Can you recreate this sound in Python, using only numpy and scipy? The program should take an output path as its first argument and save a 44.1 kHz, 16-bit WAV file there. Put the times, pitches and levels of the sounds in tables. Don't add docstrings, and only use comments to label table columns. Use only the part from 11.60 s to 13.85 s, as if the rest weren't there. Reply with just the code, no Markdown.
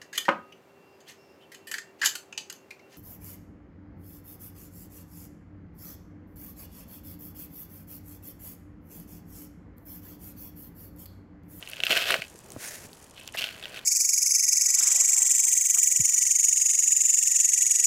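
import sys
import numpy as np
from scipy import signal
from scipy.fft import rfft, irfft, next_fast_len
from scipy.io import wavfile
from scipy.ndimage import uniform_filter1d

SR = 44100
rng = np.random.default_rng(int(sys.argv[2]) if len(sys.argv) > 2 else 0)


def wav_record(signal):
    frames = np.transpose(np.atleast_2d(signal))
    bounded = np.clip(frames, -1, 1)
    quanta = np.round(bounded * 32767).astype(np.int16)
    wavfile.write(sys.argv[1], SR, quanta)


N = 99225
TIME = np.arange(N) / SR


def from_db(db):
    return 10 ** (np.asarray(db) / 20)


def unit_rms(x):
    return x / np.sqrt(np.mean(x ** 2) + 1e-20)


def automation(rows):
    return np.interp(TIME, *np.transpose(rows))


def place(track, start, sound):
    i = int(start * SR)
    track[i:i + len(sound)] += sound[:N - i]


def butter(x, order, hz, kind="low"):
    return signal.sosfilt(signal.butter(order, hz, kind, fs=SR, output="sos"), x)


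def equalise(x, curve):
    size = 2 * next_fast_len(N)
    hz, db = np.transpose(curve)
    bin_db = np.interp(np.log(np.fft.rfftfreq(size, 1 / SR) + 1), np.log(hz), db)
    cepstrum = irfft(np.log(from_db(bin_db)))
    cepstrum[1:size // 2] *= 2
    cepstrum[size // 2 + 1:] = 0
    return unit_rms(irfft(rfft(x, size) * np.exp(rfft(cepstrum)))[:N])


def ring(x, hz, t60):
    radius, angle = from_db(-60 / (t60 * SR)), 2 * np.pi * hz / SR
    gain = np.sqrt((1 - radius ** 2) / 2)
    return signal.lfilter([gain, 0, -gain], [1, -2 * radius * np.cos(angle), radius ** 2], x + 1e-18)


def blip(hz, rise_s):
    t = TIME[:SR // 16]
    return t / rise_s * np.exp(1 - t / rise_s) * np.sin(2 * np.pi * hz * t)


def crunch(decay_s):
    t = TIME[:SR // 32]
    return rng.standard_normal(len(t)) * np.exp(-t / decay_s)


def grains(per_s, spread_db):
    hits = rng.random(N) < per_s / SR
    sizes = from_db(spread_db * np.minimum(rng.exponential(1, N), 3)) * rng.choice([-1, 1], N)
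    return unit_rms(hits * sizes / np.sqrt(per_s))


def steady(x, over_s):
    power = np.abs(uniform_filter1d(x * x, int(over_s * SR) + 1))
    return x / np.sqrt(power + .02 * np.mean(x * x))


# f/Hz, level/dB
AIR_EQ = [(20, -13), (45, -1.5), (110, 1), (550, -6.5), (1000, -9), (2500, -25), (8000, -24.5),
          (16000, -43)]

def garden_air():
    return from_db(-54.5) * equalise(rng.standard_normal(N), AIR_EQ)


LIGHT_TOUCH_HZ, GRIT_DECAY_S = [5670, 10800], 0.00094

def specks():
    clicks = steady(grains(per_s=110, spread_db=3.5), over_s=0.1)
    power = signal.fftconvolve(clicks ** 2, np.exp(-TIME[:SR // 100] / GRIT_DECAY_S))[:N]
    ticks = np.sqrt(np.abs(power)) * rng.standard_normal(N)
    return from_db(-60) * unit_rms(butter(ticks, 2, LIGHT_TOUCH_HZ, "band"))


# f/Hz, level/dB, t60/s
POT_MODES = [(420, -14.5, 0.013), (682, -5.5, 0.019), (1350, -5, 0.005), (1620, -1.5, 0.015),
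             (1900, -7.5, 0.029), (2480, 2.5, 0.004), (2624, 2, 0.022), (2990, 1, 0.01), (3470, 0, 0.0041),
             (4310, -4, 0.006)]
# t/s, level/dB
LANDING_WEIGHT = [(.1, -1.5), (.55, 1), (1.79, -5.5), (1.9, 0)]

def pot(clicks, uneven, low_modes_hz=2200):
    gains = from_db([db for _, db, _ in POT_MODES])
    gains /= np.linalg.norm(gains)
    weight = from_db(automation(LANDING_WEIGHT))
    out = np.zeros(N)
    for k, (hz, _, t60) in enumerate(POT_MODES):
        drive = clicks * weight if hz < low_modes_hz else clicks
        strength = 1 + uneven * rng.standard_normal(N)
        out += (-1) ** k * gains[k] * ring(drive * strength, hz, t60)
    return out


def cavity(x, notch_hz=876, depth=0.75):
    return x - depth * signal.lfilter(*signal.iirpeak(notch_hz, Q=4.2, fs=SR), x)


# t/s, level/dB
POUR_LEVEL = [(0, -66), (.03, -51), (.228, -46.5), (.245, -37.5), (.29, -33.5), (.31, -22.5), (.35, -30.5),
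              (.375, -22.5), (.397, -32.5), (.412, -26), (.445, -36), (.49, -26), (.55, -33), (.585, -41),
              (.64, -45), (.70, -66), (1.53, -67), (1.58, -50), (1.66, -55.5), (1.73, -61.5),
              (1.768, -46.5), (1.783, -37), (1.835, -31.5), (1.87, -40), (1.98, -51.5), (2.05, -48),
              (2.105, -51), (2.175, -40), (2.21, -55)]
# f/Hz, level/dB
DUST_EQ = [(1000, -4.5), (5000, 3), (7000, -2), (10000, -6), (13000, -2), (16000, -11.5)]

def crumbs(dust_decay_s=0.0015):
    db = automation(POUR_LEVEL)
    per_s = 1200 * from_db(.3 * (db - db.max()))
    clicks = steady(grains(per_s, spread_db=3.5), over_s=.03)
    puff_power = signal.lfilter([1], [1, -np.exp(-1 / (dust_decay_s * SR))], clicks ** 2 + 1e-18)
    dust = equalise(np.sqrt(puff_power) * rng.standard_normal(N), DUST_EQ)
    patter = unit_rms(pot(clicks, uneven=0.7))
    return from_db(db) * (patter + from_db(-8.5) * dust)


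# t/s, level/dB
BULK_LEVEL = [(0, -57.5), (.28, -61), (.308, -33), (.37, -37.5), (.44, -56), (.51, -31), (.56, -37.5),
              (.60, -48.5), (.68, -80.5), (1.81, -76), (1.97, -53), (2.18, -49), (2.25, -59.5)]
# f/Hz, level/dB
BULK_EQ = [(100, -30), (220, -13), (430, 3.5), (700, 3.5), (950, -4), (1450, -2.5), (2200, -2.5),
           (5000, -24)]

def bulk():
    return from_db(automation(BULK_LEVEL)) * equalise(grains(per_s=900, spread_db=5.5), BULK_EQ)


# t/s, level/dB, f/Hz
CLOD_HITS = [(0.0266, -26, 2920), (0.0745, -26.5, 2700), (0.1338, -21.5, 2870), (0.1681, -28, 2970),
             (0.2031, -15.5, 2950), (0.2362, -7, 2970), (0.2672, -10.5, 3000), (0.307, -10, 2700),
             (.3132, -13.5, 2780), (.329, -12, 2700), (0.3684, -12, 2720), (0.3742, -14.5, 2700),
             (0.3864, -18, 2300), (0.4406, -16.5, 3130), (0.5053, -8, 1550), (0.5083, -14.5, 2530),
             (0.5198, -13, 2860), (0.527, -15, 2700), (0.541, -11, 2630), (0.5422, -10.5, 1580),
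             (0.6208, -18.5, 2440), (1.579, -31, 3120), (1.612, -34.5, 3140), (1.677, -27.5, 3070),
             (1.689, -31, 2900), (1.739, -34, 2900), (1.7721, -22.5, 3330), (1.8247, -17, 2770),
             (1.8414, -13.5, 2980), (1.8889, -23, 2740), (1.961, -38, 1920), (2.027, -27, 3060),
             (2.0384, -26, 3400), (2.045, -29, 3400), (2.0555, -23, 2950), (2.176, -27, 2620),
             (2.1914, -28, 3300)]

def clods(rise_s=.00036):
    taps, clicks, cracks = np.zeros((3, N))
    for start, db, hz in CLOD_HITS:
        place(taps, start, from_db(db) * blip(hz, rise_s))
        place(clicks, start + rise_s, from_db([db]))
        place(cracks, start, from_db(db - 15) * crunch(decay_s=0.0025))
    cracks = butter(cracks, 1, [500, 6350], "band")
    ringing = from_db(7) * pot(clicks, uneven=0.29)
    return taps + from_db(.5 * automation(LANDING_WEIGHT)) * (cracks + ringing)


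# t/s, level/dB, f/Hz
GRIT_TICKS = [(0.0883, -28, 8650), (.0988, -24.5, 12900), (.115, -25.5, 5500), (.2513, -18.5, 13100),
              (.3761, -16.5, 5400), (.5079, -12, 10500), (.79, -32, 7640), (0.9038, -28.5, 6500),
              (0.9198, -27.5, 8900), (1.331, -31.5, 4420), (1.6763, -23.5, 6640), (1.762, -26, 9200)]

def grit(broadband_share=0.36):
    out = np.zeros(N)
    for start, db, hz in GRIT_TICKS:
        crack = crunch(GRIT_DECAY_S)
        tick = signal.lfilter(*signal.iirpeak(hz, Q=5, fs=SR), crack) + broadband_share * crack
        place(out, start, from_db(db) * tick / np.abs(tick).max())
    return butter(out, 2, [2500, 14500], "band")


# t/s, level/dB, f/Hz
PAT_HITS = [(0.1929, -36, 560), (.302, -33, 256), (0.555, -27, 507), (0.588, -39.5, 171),
            (0.7493, -40, 450), (0.9629, -31, 550), (0.9634, -38, 1220), (0.9648, -33, 253),
            (0.964, -38.5, 113), (1.7492, -28.5, 664)]

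def pats(rise_cycles=0.59):
    out = np.zeros(N)
    for start, db, hz in PAT_HITS:
        place(out, start, from_db(db) * blip(hz, rise_cycles / hz))
    return out


# t/s, level/dB
SWEEP_LEVEL = [(.66, -58), (.79, -58.5), (.91, -62), (.97, -54), (1.025, -39), (1.085, -41), (1.16, -43),
               (1.21, -49), (1.255, -46.5), (1.28, -64), (1.43, -56), (1.53, -67)]
# f/Hz, level/dB
SWEEP_EQ = [(200, -13.5), (550, 6), (1100, -5), (1750, 8), (3600, -3), (6800, 4), (8000, 0), (9200, 1.5),
            (12500, -1.5), (16000, -8)]

def sweep(catch_hz=60, catch_db=1.5):
    db = automation(SWEEP_LEVEL)
    pressure_db = db - db.max()
    wobble = uniform_filter1d(rng.standard_normal(N), size=200)
    catch = from_db(catch_db * unit_rms(butter(wobble, 1, catch_hz)))
    contacts = steady(grains(per_s=8000 * from_db(0.85 * pressure_db), spread_db=2), over_s=.04)
    rub = equalise(catch * contacts, SWEEP_EQ)
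    thin = butter(rub, 1, LIGHT_TOUCH_HZ, "band")
    fullness = from_db(0.095 * pressure_db)
    return from_db(db) * (thin + fullness * (rub - thin))


# t/s, length/s, level/dB
PRESS_SWELLS = [(0.816, 0.2, -51), (1.15, 0.22, -52)]
# f/Hz, level/dB
PRESS_EQ = [(40, -12), (130, -4.5), (380, -6.5), (3000, -32)]

def presses():
    force = np.zeros(N)
    for start, length, db in PRESS_SWELLS:
        place(force, start, from_db(db) * np.sqrt(np.hanning(int(length * SR))))
    return force * equalise(rng.standard_normal(N), PRESS_EQ)


# t/s, length/s, level/dB, f/Hz
KNIT_RASPS = [(1.04, .055, -44.5, 9250), (1.068, 0.038, -42.5, 6600)]

def rasps():
    out = np.zeros(N)
    for start, length, db, hz in KNIT_RASPS:
        swell = np.sqrt(np.hanning(int(length * SR)))
        rasp = unit_rms(ring(rng.standard_normal(len(swell)), hz, t60=0.0034))
        place(out, start, from_db(db) * swell * rasp)
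    return out


# t/s, length/s, level/dB, f/Hz
LUMP_SKIDS = [(1.744, .013, -38.5, 1840), (1.774, 0.0061, -35, 2710), (1.783, 0.012, -29, 2807)]

def skids(release_s=.003):
    out = np.zeros(N)
    hiss = from_db(-7) * equalise(rng.standard_normal(N), DUST_EQ)
    for start, length, db, hz in LUMP_SKIDS:
        contact = (TIME > start) * np.exp(-np.maximum(TIME - start - length, 0) / release_s)
        wall = steady(ring(rng.standard_normal(N), hz, t60=0.012), over_s=length)
        out += from_db(db) * contact * (wall + hiss)
    return out


def reflections(x, t60=0.043, predelay_s=.002):
    t = TIME[:SR // 4]
    tail = rng.standard_normal(len(t)) * from_db(-60 * t / t60) * (t > predelay_s)
    tail = butter(tail / np.linalg.norm(tail), 1, 5000)
    return from_db(-15) * signal.fftconvolve(x, tail)[:N]


def scene():
    in_pot = cavity(clods() + skids() + crumbs() + bulk())
    close = in_pot + grit() + specks() + pats() + presses() + sweep() + rasps()
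    return (close + reflections(close) + garden_air())[None]


def record(dry, cutoff_hz=15900):
    return signal.sosfilt(signal.ellip(12, .2, 80, cutoff_hz, fs=SR, output="sos"), dry)


dry = scene()
out = record(dry)
wav_record(out)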